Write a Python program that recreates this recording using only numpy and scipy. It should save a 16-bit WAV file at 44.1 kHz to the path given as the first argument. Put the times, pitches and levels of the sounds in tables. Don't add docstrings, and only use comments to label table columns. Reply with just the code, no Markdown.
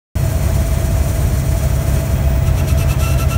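import sys
import numpy as np
from scipy import signal
from scipy.fft import rfft, irfft
from scipy.io import wavfile

SR = 44100
rng = np.random.default_rng(int(sys.argv[2]) if len(sys.argv) > 2 else 0)


def wav_record(signal):
    frames = np.transpose(np.atleast_2d(signal))
    bounded = np.clip(frames, -1, 1)
    quanta = np.round(bounded * 32767).astype(np.int16)
    wavfile.write(sys.argv[1], SR, quanta)


def makeup_ratio(level_db):
    decades = np.asarray(level_db, float) / 20
    return 10 ** decades


N = 148617
TIME = np.arange(N) / SR
WHEEL_HZ = 12.388


def rms_one(x):
    return x / np.sqrt(np.mean(x ** 2) + 1e-20)


def in_time(rows):
    s, *columns = np.transpose(rows)
    return [np.interp(TIME, s, c) for c in columns]


def drift(rate_hz):
    hop = 40
    r = np.exp(-2 * hop * np.pi * rate_hz / SR)
    white = rng.standard_normal(N // hop + 2002)
    slow = signal.lfilter([1], [1, -2 * r, r * r], white)[2000:]
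    return np.interp(np.arange(N) / hop, np.arange(len(slow)), rms_one(slow - slow.mean()))


def coloured(spectrum):
    hz, db = np.transpose(spectrum)
    bins = np.maximum(np.fft.rfftfreq(N, 1 / SR), 1)
    gain = makeup_ratio(np.interp(np.log(bins), np.log(hz), db))
    return rms_one(irfft(rfft(rng.standard_normal(N)) * gain, N))


def narrow(cycles, pole_width_hz):
    r = np.exp(-np.pi * pole_width_hz / SR)
    white = rng.standard_normal(N) + 1j * rng.standard_normal(N)
    band = signal.lfilter([1], [1, -2 * r, r * r], white)
    return rms_one(np.real(band * np.exp(2j * np.pi * cycles)))


def rings(table):
    return sum(makeup_ratio(db) * narrow(hz * TIME, width) for hz, width, db in table)


def tones(cycles, orders, waver_db, waver_rad):
    sway = waver_rad * drift(1.25) + rng.uniform(0, 2 * np.pi)
    parts = []
    for multiple, db in orders:
        level = np.sqrt(2) * makeup_ratio(db + waver_db * drift(1.6))
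        parts.append(level * np.cos(multiple * (2 * np.pi * cycles + sway)))
    return parts


def wheels():
    # (multiple of the wheel rate, level [dB rms])
    wheel_orders = [(3, -35.0), (4, -25.5), (6, -25.0), (7, -24.5), (15, -40.0), (16, -43.0), (17, -45.0),
                    (18, -47.0), (19, -49.0), (23, -50.0)]
    return sum(tones(WHEEL_HZ * TIME, wheel_orders, waver_db=2.1, waver_rad=0.055))


def road_roar():
    # (frequency [Hz], relative level [dB per Hz])
    roar_colour = [(15, -36), (27, -31), (38, -10), (52, -2), (66, 0), (90, -7), (110, -6), (135, -3.5),
                   (180, -12), (250, -19.5), (340, -18.5), (480, -25.5), (600, -20.5), (770, -26.5),
                   (1230, -31), (1800, -33), (2400, -36.5), (3300, -41.5), (4200, -43), (5500, -41.5),
                   (7000, -44.5), (9000, -46), (11000, -52.5), (14000, -45.5), (16000, -40)]
    level_db, rumble_below_hz, lump_db, flicker_db = -18.5, 160, 1, 0.63
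    roar = coloured(roar_colour)
    low_pass = signal.butter(2, rumble_below_hz, fs=SR, output="sos")
    bass = signal.sosfiltfilt(low_pass, roar)
    lumpy_bass = bass * makeup_ratio(lump_db * drift(2.7))
    flickering_rest = (roar - bass) * makeup_ratio(flicker_db * drift(12.0))
    return makeup_ratio(level_db) * (lumpy_bass + flickering_rest)


def drones():
    # (frequency [Hz], pole width [Hz], level [dB rms])
    drone_bands = [(659, 32, -39), (614, 28, -43.5), (847, 30, -47), (1258, 30, -56), (1628, 18, -52.5),
                   (2022, 34, -49.5), (2333, 46, -50.5), (2536, 45, -51), (3263, 64, -52.5)]
    # (frequency [Hz], pitch wander [Hz], mid-throb level [dB rms])
    hz, wander_hz, core_db = (657, 8.1, -35)
    throb_db = 4.5 * np.sin(2 * np.pi * WHEEL_HZ * TIME)
    cycles = np.cumsum(hz + wander_hz * drift(10.66)) / SR
    core = np.sqrt(2) * makeup_ratio(core_db + throb_db) * np.sin(2 * np.pi * cycles)
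    return core + rings(drone_bands)


def engine(cycles, load_db):
    # (multiple of the cycle rate, level before load [dB rms])
    engine_orders = [(4, -20.5), (6, -24.5), (8, -24.5), (12, -43.0), (14, -47.0), (17, -50.0), (18, -42.0)]
    firing_order = 8
    parts = tones(cycles, engine_orders, waver_db=-0.1, waver_rad=0.067)
    mix = 0
    for part, (multiple, _) in zip(parts, engine_orders):
        mix = mix + (part * makeup_ratio(load_db) if multiple == firing_order else part)
    return mix


def intake_hiss(cycles):
    # (time [s], level [dB])
    hiss_curve = [(0, -37.5), (.45, -36), (.8, -35.5), (1.4, -35.5), (1.9, -35.5), (2.15, -37), (2.22, -41),
                  (2.4, -44.5), (3.37, -47.5)]
    # (frequency [Hz], relative level [dB])
    hiss_colour = [(1800, -20), (3000, -7), (3600, -9), (4300, -6.5), (4800, -6), (5800, -4), (6600, -1),
                   (7700, -3.5), (8900, 1), (10000, -6.5), (10800, -6.5), (12000, -4.5), (13000, -7),
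                   (14500, -2), (15100, -5), (15700, -10), (16500, -14)]
    # (frequency [Hz], pole width [Hz], level over the hiss level [dB])
    intake_rings = [(4324, 31, -18.5), (5770, 55, -14), (6030, 48, -17), (7140, 64, -13.5), (8350, 50, -24),
                    (8700, 76, -15), (9700, 40, -17), (12100, 50, -25), (13500, 50, -25)]
    hiss_db, = in_time(hiss_curve)
    gulp_db = 1.42 * np.sin(2 * np.pi * cycles)
    flutter_db = 1.0 * drift(12.0)
    return makeup_ratio(hiss_db + gulp_db + flutter_db) * (coloured(hiss_colour) + rings(intake_rings))


def compressor_whistle():
    # (time [s], frequency [Hz], level [dB rms])
    whistle_path = [(0, 14800, -50), (.7, 14600, -49), (1.0, 14820, -51), (1.5, 14720, -51),
                    (2.12, 14710, -48), (2.22, 14920, -41), (2.3, 15220, -39), (2.41, 15600, -41),
                    (2.5, 15900, -55), (3.37, 16000, -70)]
    wander_hz, fade_db = 60.5, 1
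    hz, whistle_db = in_time(whistle_path)
    cycles = np.cumsum(hz + wander_hz * drift(7.9)) / SR
    return makeup_ratio(whistle_db + fade_db * drift(7.0)) * narrow(cycles, pole_width_hz=190)


def puff(start, length, sag_db_per_s):
    half_rise_s, half_fall_s = 0.018, 0.021
    t = TIME - start
    rise = np.clip(t / half_rise_s / 2 + .5, 0, 1)
    fall = np.clip((length - t) / half_fall_s / 2 + .5, 0, 1)
    sag_db = -sag_db_per_s * np.clip(t - length / 2, -1, 1)
    return np.sin(np.pi / 2 * rise * fall) ** 2 * makeup_ratio(sag_db)


def puff_air(surges):
    # (frequency [Hz], relative level [dB])
    puff_colour = [(600, -25), (900, -11), (1350, -4), (1900, -6), (2650, 2.5), (3200, 0.5), (4200, -2.5),
                   (5200, -3), (5800, 0), (6600, -2.5), (8000, -2.5), (10000, -3.5), (12000, -6),
                   (14000, -3), (16000, -19)]
    # (frequency [Hz], pole width [Hz], level over the hiss level [dB])
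    puff_rings = [(4090, 64, -15.5), (5860, 450, -10), (7330, 84, -18), (8850, 150, -12.5),
                  (10400, 92, -28), (11400, 100, -13), (12700, 120, -15.5), (14300, 150, -19)]
    flutter_db = 1.5
    air = sum(makeup_ratio(row[2]) * puff(row[0], row[1], sag_db_per_s=25) for row in surges)
    return air * makeup_ratio(flutter_db * drift(22.0)) * (coloured(puff_colour) + rings(puff_rings))


def pipe_hoots(surges):
    lag_s, sag_db_per_s, wander_hz, waver_db = 0.017, 14, 12, 2
    flat_hz, climb_s = 44.96, 0.029
    breath_db, breath_width_hz = -38, 59
    wander = wander_hz * drift(26.2)
    wavers = [waver_db * drift(30.0) for _ in range(2)]
    out = 0
    for start, length, _, hoot_db, hz, octave_db in surges:
        flatness = flat_hz * np.exp(-np.maximum(TIME - start, 0) / climb_s)
        cycles = np.cumsum(hz + wander - flatness) / SR
        hoot = 0
        for k, partial_db, waver in zip((1, 2), (0, octave_db), wavers):
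            tone = np.sqrt(2) * makeup_ratio(hoot_db + waver) * np.sin(2 * np.pi * k * cycles)
            breath = makeup_ratio(breath_db) * narrow(k * cycles, k * breath_width_hz)
            hoot = hoot + makeup_ratio(partial_db) * (tone + breath)
        out = out + puff(start + lag_s, length - lag_s, sag_db_per_s) * hoot
    return out


def surge():
    # (start [s], length [s], hiss level [dB], hoot level [dB], hoot pitch [Hz],
    # octave level over the hoot [dB])
    surges = [(2.463, 0.035, -34.5, -37, 1335, -3), (2.563, 0.057, -34.5, -40.5, 1350, -2.5),
              (2.676, 0.049, -30.5, -40, 1320, 1.5), (2.774, 0.064, -33, -35.5, 1325, -2),
              (2.882, 0.055, -31.5, -35.5, 1338, 1.5), (2.995, 0.16, -32.5, -32, 1347, -3.5),
              (3.181, 0.064, -30.5, -29.5, 1347, -5), (3.288, 0.075, -31, -30.5, 1339, -2.5)]
    return puff_air(surges) + pipe_hoots(surges)


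def scene():
    # (time [s], cycle rate [Hz], extra level of the firing tone under load [dB])
    engine_run = [(0, 16.61, 0), (2.3, 16.61, 1), (2.6, 16.57, 5), (3.37, 16.56, 6)]
    cycle_hz, load_db = in_time(engine_run)
    cycles = np.cumsum(cycle_hz) / SR
    road = wheels() + road_roar() + drones()
    intake = intake_hiss(cycles) + compressor_whistle()
    return (road + engine(cycles, load_db) + intake + surge())[None]


def top_cut(x):
    return signal.sosfilt(signal.butter(12, 16760, fs=SR, output="sos"), x)


def record(dry):
    dip_hz, dip_width_hz, dip_depth = 4810, 380, 0.59
    start_s, open_s, settle_s, settle_db = .1538, 0.0011, 0.016, 2.5
    peak = signal.iirpeak(dip_hz, dip_hz / dip_width_hz, SR)
    heard = dry - dip_depth * signal.lfilter(*peak, dry)
    low_pass = signal.ellip(12, .5, 70, 15740, fs=SR, output="sos")
    heard = signal.sosfilt(low_pass, heard)
    since = np.maximum(TIME - start_s, 0)
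    opening = np.minimum(since / open_s, 1)
    settling = makeup_ratio(-settle_db * np.exp(-since / settle_s))
    return top_cut(heard * opening * settling)


dry = scene()
out = record(dry)
wav_record(out)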